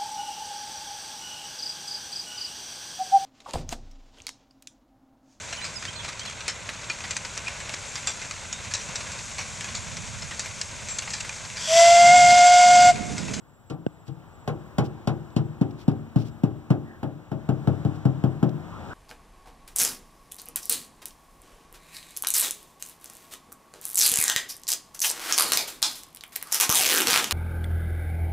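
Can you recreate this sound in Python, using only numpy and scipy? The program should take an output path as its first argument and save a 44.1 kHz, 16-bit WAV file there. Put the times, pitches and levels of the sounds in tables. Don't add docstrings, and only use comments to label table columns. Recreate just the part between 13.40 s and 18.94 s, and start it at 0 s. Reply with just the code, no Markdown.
import sys
import numpy as np
from scipy import signal
from scipy.fft import rfft, irfft, next_fast_len
from scipy.io import wavfile
from scipy.ndimage import uniform_filter1d, map_coordinates

SR = 44100
rng = np.random.default_rng(int(sys.argv[2]) if len(sys.argv) > 2 else 0)


def int16_out(signal):
    q = np.round(np.clip(np.atleast_2d(signal).T, -1, 1) * 32767)
    wavfile.write(sys.argv[1], SR, q.astype(np.int16))


N = 244120

# (frequency [Hz], relative density [dB])
TICK_SPECTRUM = [(700, -5), (2000, -3.5), (2850, 1.5), (3700, -3), (4400, 0), (5500, -5.5), (7500, -8.5),
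                 (10000, -17), (15500, -27)]


def amp(db):
    return 10 ** (np.asarray(db) / 20)


def unit(x):
    return x / np.sqrt(np.mean(x ** 2) + 1e-20)


def along(points, hz):
    f, v = np.transpose(points)
    return np.interp(np.log(hz + 1), np.log(f + 1), v)


def filtered(x, response):
    n = x.shape[-1]
    m = next_fast_len(n + 8192)
    return irfft(rfft(x, m) * response(np.fft.rfftfreq(m, 1 / SR)), m)[..., :n]


def noise(spectrum, shape):
    return unit(filtered(rng.standard_normal(shape), lambda hz: amp(along(spectrum, hz))))


def wobble(rate):
    return map_coordinates(rng.standard_normal(int(N * rate / SR) + 4), [np.arange(N) * rate / SR])


def spread(three, apart):
    return (three[0] + apart * three[1:]) / np.hypot(1, apart)


def panned(db):
    gains = amp([[db / 2], [-db / 2]])
    return gains / gains.mean()


def add(track, start_s, sound):
    part = track[:, round(start_s * SR):][:, :sound.shape[-1]]
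    part += sound[..., :part.shape[-1]]


def traffic():
    tyre_levels = [(0.0, -59.5), (0.18, -60), (1.34, -50.5), (2.47, -52.5), (3.9, -54), (4.3, -46.5),
                   (5.12, -49.5), (5.54, -42)]
    # (frequency [Hz], relative density [dB])
    rumble_spectrum = [(15, -21.5), (40, -7), (90, 3.5), (150, -0.5), (260, -6.5), (500, -17),
                       (1500, -53.5)]
    tyre_spectrum = [(120, -8), (350, 1), (800, 4.5), (1350, -0.5), (2000, -9), (3000, -13), (5000, -21.5),
                     (8000, -22.5), (10000, -45), (15500, -40)]
    hiss_spectrum = [(1000, -14.5), (4000, -5.5), (8000, -2), (10000, -3.5), (15500, 2.5)]
    tyre_db = np.interp(np.arange(N) / SR, *np.transpose(tyre_levels))
    swell_db = tyre_db - tyre_db.mean()
    rumble = amp(-48.5 + swell_db + 0.3 * wobble(4.3)) * spread(noise(rumble_spectrum, (3, N)), 0.71)
    tyres = amp(tyre_db + 0.25 * wobble(12)) * spread(noise(tyre_spectrum, (3, N)), 0.47)
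    hiss = amp(-70.5 + 0.32 * swell_db + 0.8 * wobble(4.4)) * spread(noise(hiss_spectrum, (3, N)), 0.37)
    return rumble * panned(6.3) + tyres * panned(1) + hiss * panned(-1.8)


def insect():
    strokes_per_s, fade_db_per_s = 15, 2.1
    stroke = np.cumsum(strokes_per_s * (1 + 0.059 * wobble(12))) / SR % 1
    hz = 7750 - 550 * stroke ** 2 + 170 * wobble(580)
    envelope = 0.5 + np.exp(-((stroke - 0.35) / 0.32) ** 2)
    trill = unit(envelope * np.sin(2 * np.pi * np.cumsum(hz) / SR))
    level_db = -76.5 - fade_db_per_s * np.arange(N) / SR + 4.7 * wobble(16)
    return amp(level_db) * trill * panned(-2.5)


def far_calls():
    # (time [s], duration [s], first pitch [Hz], last pitch [Hz], level [dB])
    calls = [(3.425, 0.19, 1840, 1667, -58.5), (5.289, 0.13, 1080, 1359, -49),
             (5.501, 0.096, 1430, 1495, -40)]
    out = np.zeros((2, N))
    for start_s, length, first_hz, last_hz, db in calls:
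        n = int(length * SR)
        glide = np.exp(2j * np.pi * np.cumsum(np.linspace(first_hz, last_hz, n)) / SR)
        blur = (wobble(420) + 1j * wobble(420))[:n]
        add(out, start_s, amp(db) * unit((glide * blur).real * np.sin(np.linspace(0, np.pi, n))))
    return out


def brushes():
    strokes = [(0.659, 0.038, -62), (1.434, 0.045, -54.5), (1.903, 0.0036, -62), (2.305, 0.014, -59),
               (2.371, 0.076, -57.5), (2.514, .006, -56.5), (2.762, 0.085, -54.5), (2.836, 0.07, -58),
               (4.54, 0.033, -61.5), (5.089, 0.01, -53)]
    skin_spectrum = [(1200, -10.5), (3000, 0), (5500, -3), (8000, -16), (15000, -19)]
    out = np.zeros((2, N))
    for start_s, length, db in strokes:
        n = int(length * SR) + 8
        slips = amp(1.8 * unit(uniform_filter1d(rng.standard_normal(n), SR // 700)))
        friction = spread(noise(skin_spectrum, (3, n)), apart=1) * slips
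        add(out, start_s, amp(db) * unit(friction * np.sin(np.linspace(0, np.pi, n))))
    return out


def push(t, contact_s, cutoff_hz, soft, order):
    force = np.abs(np.sin(np.pi * np.minimum(t / contact_s, 1))) ** soft
    swing = signal.sosfilt(signal.butter(order, cutoff_hz, "high", fs=SR, output="sos"), force)
    return swing / np.abs(swing).max()


def knock():
    out, t = np.zeros((2, N)), np.arange(SR // 10) / SR
    start_s, contact_s = 0.4652, 0.0017
    case = amp(-20.5) * np.sin(2 * np.pi * 1530 * t) + amp(-24.5) * np.sin(2 * np.pi * 2720 * t)
    snap = (case + amp(-37.5) * noise(TICK_SPECTRUM, len(t))) * np.exp(-t / 0.0024)
    bump = np.array([push(t, contact_s, cutoff_hz=120.5, soft=1.67, order=6),
                     push(t, 1.4 * contact_s, cutoff_hz=116, soft=2.6, order=6)])
    add(out, start_s, amp(-10) * (bump + snap))
    return out


def dense_ring(x, rise_s):
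    decay_times = [(300, 0.51), (800, 0.25), (1500, 0.2), (3000, 0.13), (10000, 0.086)]
    hz, t, spectra = signal.stft(x, SR, nperseg=256)
    decay = amp(-60 * t / along(decay_times, hz)[:, None])
    tail = signal.istft(spectra * decay, SR, nperseg=256)[1][..., :x.shape[-1]]
    return tail * (1 - np.exp(-np.arange(x.shape[-1]) / SR / rise_s))


def tick(t):
    burst = spread(noise(TICK_SPECTRUM, (3, len(t))), apart=0.26)
    return dense_ring(burst, rise_s=0.001) * (1 + 1.02 * np.exp(-t / 0.003))


def shimmer(t, cloud, hard_db, rise_s):
    db_per_octave = 0.19 * hard_db
    tilted = unit(filtered(cloud, lambda hz: amp(db_per_octave * np.log2(np.clip(hz, 300, 3000) / 700))))
    crack = 1 + 0.93 * np.exp(-t / 0.0034)
    return dense_ring(spread(tilted, apart=0.19), rise_s) * crack


def rebound(t, length_s, first_hz, last_hz):
    lift = np.minimum(t / length_s, 1)
    hz = first_hz + (last_hz - first_hz) * lift
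    return np.sin(np.pi * lift) * np.sin(2 * np.pi * np.cumsum(hz) / SR)


def boom(t, spot, low_db, high_db, rise_s):
    # (frequency [Hz], 60 dB decay time [s], relative level at each of the four spots [dB])
    modes = [(97.05, 0.55, -4, -3, -3.5, -1.5), (116, 0.27, -16.5, -11, -7.5, -2),
             (116.9, 0.52, -10.5, 3.5, 4.5, -6.5), (133.45, 0.37, 9, 6.5, 3.5, 8.5),
             (148.5, 0.3, 1.5, -18, -15, -18), (154.3, 0.43, 3, 6.5, 0.5, -3.5),
             (167.9, 0.83, 2, -18, -7.5, -5), (172.8, 0.29, -2.5, -11, -8, -29),
             (206.5, 0.63, -20, -7.5, -15, -8), (226, 1, -36, -12, -9, -11.5),
             (272.7, 0.46, -4.5, -20, -0.5, -2.5), (303, 0.78, -1, -7.5, -5, -5),
             (326.7, 0.55, -2, -5.5, -7.5, -12), (355.5, 0.78, -17, -8, -9, -9),
             (397.5, 0.68, -18, -14.5, -10, -13.5), (431, 0.38, -15, -12, -9, -10),
             (469.2, 0.32, -0.5, -12, -22, -12), (509, 0.52, -20, -26, -23, -35),
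             (552, 0.4, -13, -26, -18, -10.5), (602, 0.66, -23, -25, -18, -16),
             (638.5, 0.51, -25, -38, -15, -11), (687, 0.39, -34, -41, -24, -21),
             (773, 0.61, -22, -19, -20, -14.5), (796, 0.35, -8, -14.5, -20, -31),
             (826, 0.28, -39, -13, -18, -42), (921, 0.18, -50, -13.5, -20, -32.5),
             (981, 0.18, -21, -10.5, -26.5, -30.5), (1074, .13, -23, -6.5, -19, -35),
             (1170, 0.34, -15, -21, -33, -31), (1322, 0.25, -12, -18.5, -34, -35)]
    hz, t60, *spot_db = np.transpose(modes)
    upper = np.clip(np.log(hz / 260) / np.log(600 / 260), 0, 1)
    db = spot_db[spot] + (1 - upper) * low_db + upper * high_db + 1.8 * rng.standard_normal(len(hz))
    hz = hz * (1 + 0.011 * (0.29 + upper) * rng.standard_normal(len(hz)))
    stereo_gains = (-1) ** np.arange(len(hz)) * amp(db + 2.5 * rng.standard_normal((2, len(hz))))
    ring = amp(-60 * t / t60[:, None]) * np.sin(2 * np.pi * hz[:, None] * t)
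    return stereo_gains @ ring * (1 - np.exp(-t / rise_s))


def taps():
    # (time [s], strength [dB], hardness from soft pad to nail [dB], contact time [s])
    strikes = [(0.298, -10.5, 6, .0039), (0.678, -14, -4, 0.0075), (1.075, -7, 9.5, 0.0043),
               (1.3813, -.5, 7, 0.0054), (1.672, -2, 6.5, 0.0048), (1.962, 0.66, -1, .0047),
               (2.211, -0.7, -0.5, 0.0048), (2.479, 0.4, 0, 0.0046), (2.758, -1, -1, 0.0057),
               (3.034, 0.7, -1.2, 0.0045), (3.302, 0.54, 3, 0.0068), (3.629, -4, 2.5, 0.0034),
               (3.915, -5, 0.2, .0052), (4.088, 1.2, 0.1, 0.0051), (4.272, 2.1, -0.4, 0.0063),
               (4.448, -.5, -3.5, 0.0072), (4.652, 2.5, -2, 0.0062), (4.837, 2.5, -1.5, 0.0056),
               (5.027, 4.5, -1.3, 0.0052)]
    move_times = [.9, 2.1, 3.5]
    # (thump low cut [Hz], shimmer rise [s], finger damping [dB/s],
    # rebound gain [dB], thump gain [dB], tick gain [dB], left-right bias, scaled for each layer [dB])
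    spots = [(146, 0.01, 60, -35, -15.5, -36, 6), (137.4, 0.0017, 54.5, -19.5, -10.5, -36, 5),
             (128, 0.0013, 64, -21.5, -6.5, -43.5, 4), (123.3, .0007, 64.5, -18.5, -12, -47.5, 5.5)]
    shimmer_spectrum = [(150, -1.5), (320, 3.5), (560, -4.5), (780, 0.5), (1000, -8.5), (1400, -10),
                        (2000, -18.5), (2700, -19.5), (5000, -40.5)]
    bass_rolloff = [(55, -10.5), (80, -1), (105, -2), (130, -0.5), (1000, -1)]
    rest_s = 0.091
    out, t = np.zeros((2, N)), np.arange(SR * 3 // 5) / SR
    spot_clouds = noise(shimmer_spectrum, (len(spots), 3, len(t)))
    for start_s, strength_db, hard_db, contact_s in strikes:
        spot = np.searchsorted(move_times, start_s)
        cutoff_hz, rise_s, damping, rebound_db, thump_db, tick_db, pan_db = spots[spot]
        boom_db, shimmer_db = strength_db - 15.5, strength_db + hard_db - 30
        thump = amp(thump_db + 1.45 * strength_db) * push(t, contact_s, cutoff_hz, soft=2.37, order=8)
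        low_ring = boom(t, spot, low_db=boom_db - 8.5, high_db=shimmer_db + 2.5, rise_s=0.0043)
        low_ring *= amp(-damping * np.minimum(t, rest_s))
        cloud = unit(spot_clouds[spot] + 0.5 * noise(shimmer_spectrum, (3, len(t))))
        high_ring = amp(shimmer_db) * shimmer(t, cloud, hard_db, rise_s)
        touch = amp(tick_db + strength_db + 0.52 * hard_db) * tick(t)
        release = amp(boom_db + rebound_db) * rebound(t, length_s=0.103, first_hz=132.5, last_hz=168)
        add(out, start_s + 0.0008, high_ring * panned(0.11 * pan_db) + touch * panned(-0.54))
        add(out, start_s + 0.0017, thump * panned(0.75 * pan_db))
        add(out, start_s + 0.00202, low_ring * panned(1.32 * pan_db))
        add(out, start_s + 0.09, release * panned(0.91 * pan_db))
    return filtered(out, lambda hz: amp(along(bass_rolloff, hz)))


def scene():
    return taps() + brushes() + knock() + far_calls() + insect() + traffic()


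def record(dry):
    period_hz, top_hz = 2220, 15800
    low_turn = [(60, 0.73), (150, 0.54), (400, 0.52), (900, 0)]  # (frequency [Hz], phase [rad])

    def widening(hz):
        swing = np.clip(0.5 + 0.39 * np.cos(2 * np.pi * hz / period_hz), 0, 1) * (hz > period_hz / 2)
        turn = np.pi / 2 * swing + along(low_turn, hz)
        return np.exp(1j * np.array([turn, -turn]))
    return filtered(filtered(dry, widening), lambda hz: hz < top_hz)


dry = scene()
out = record(dry)
int16_out(out)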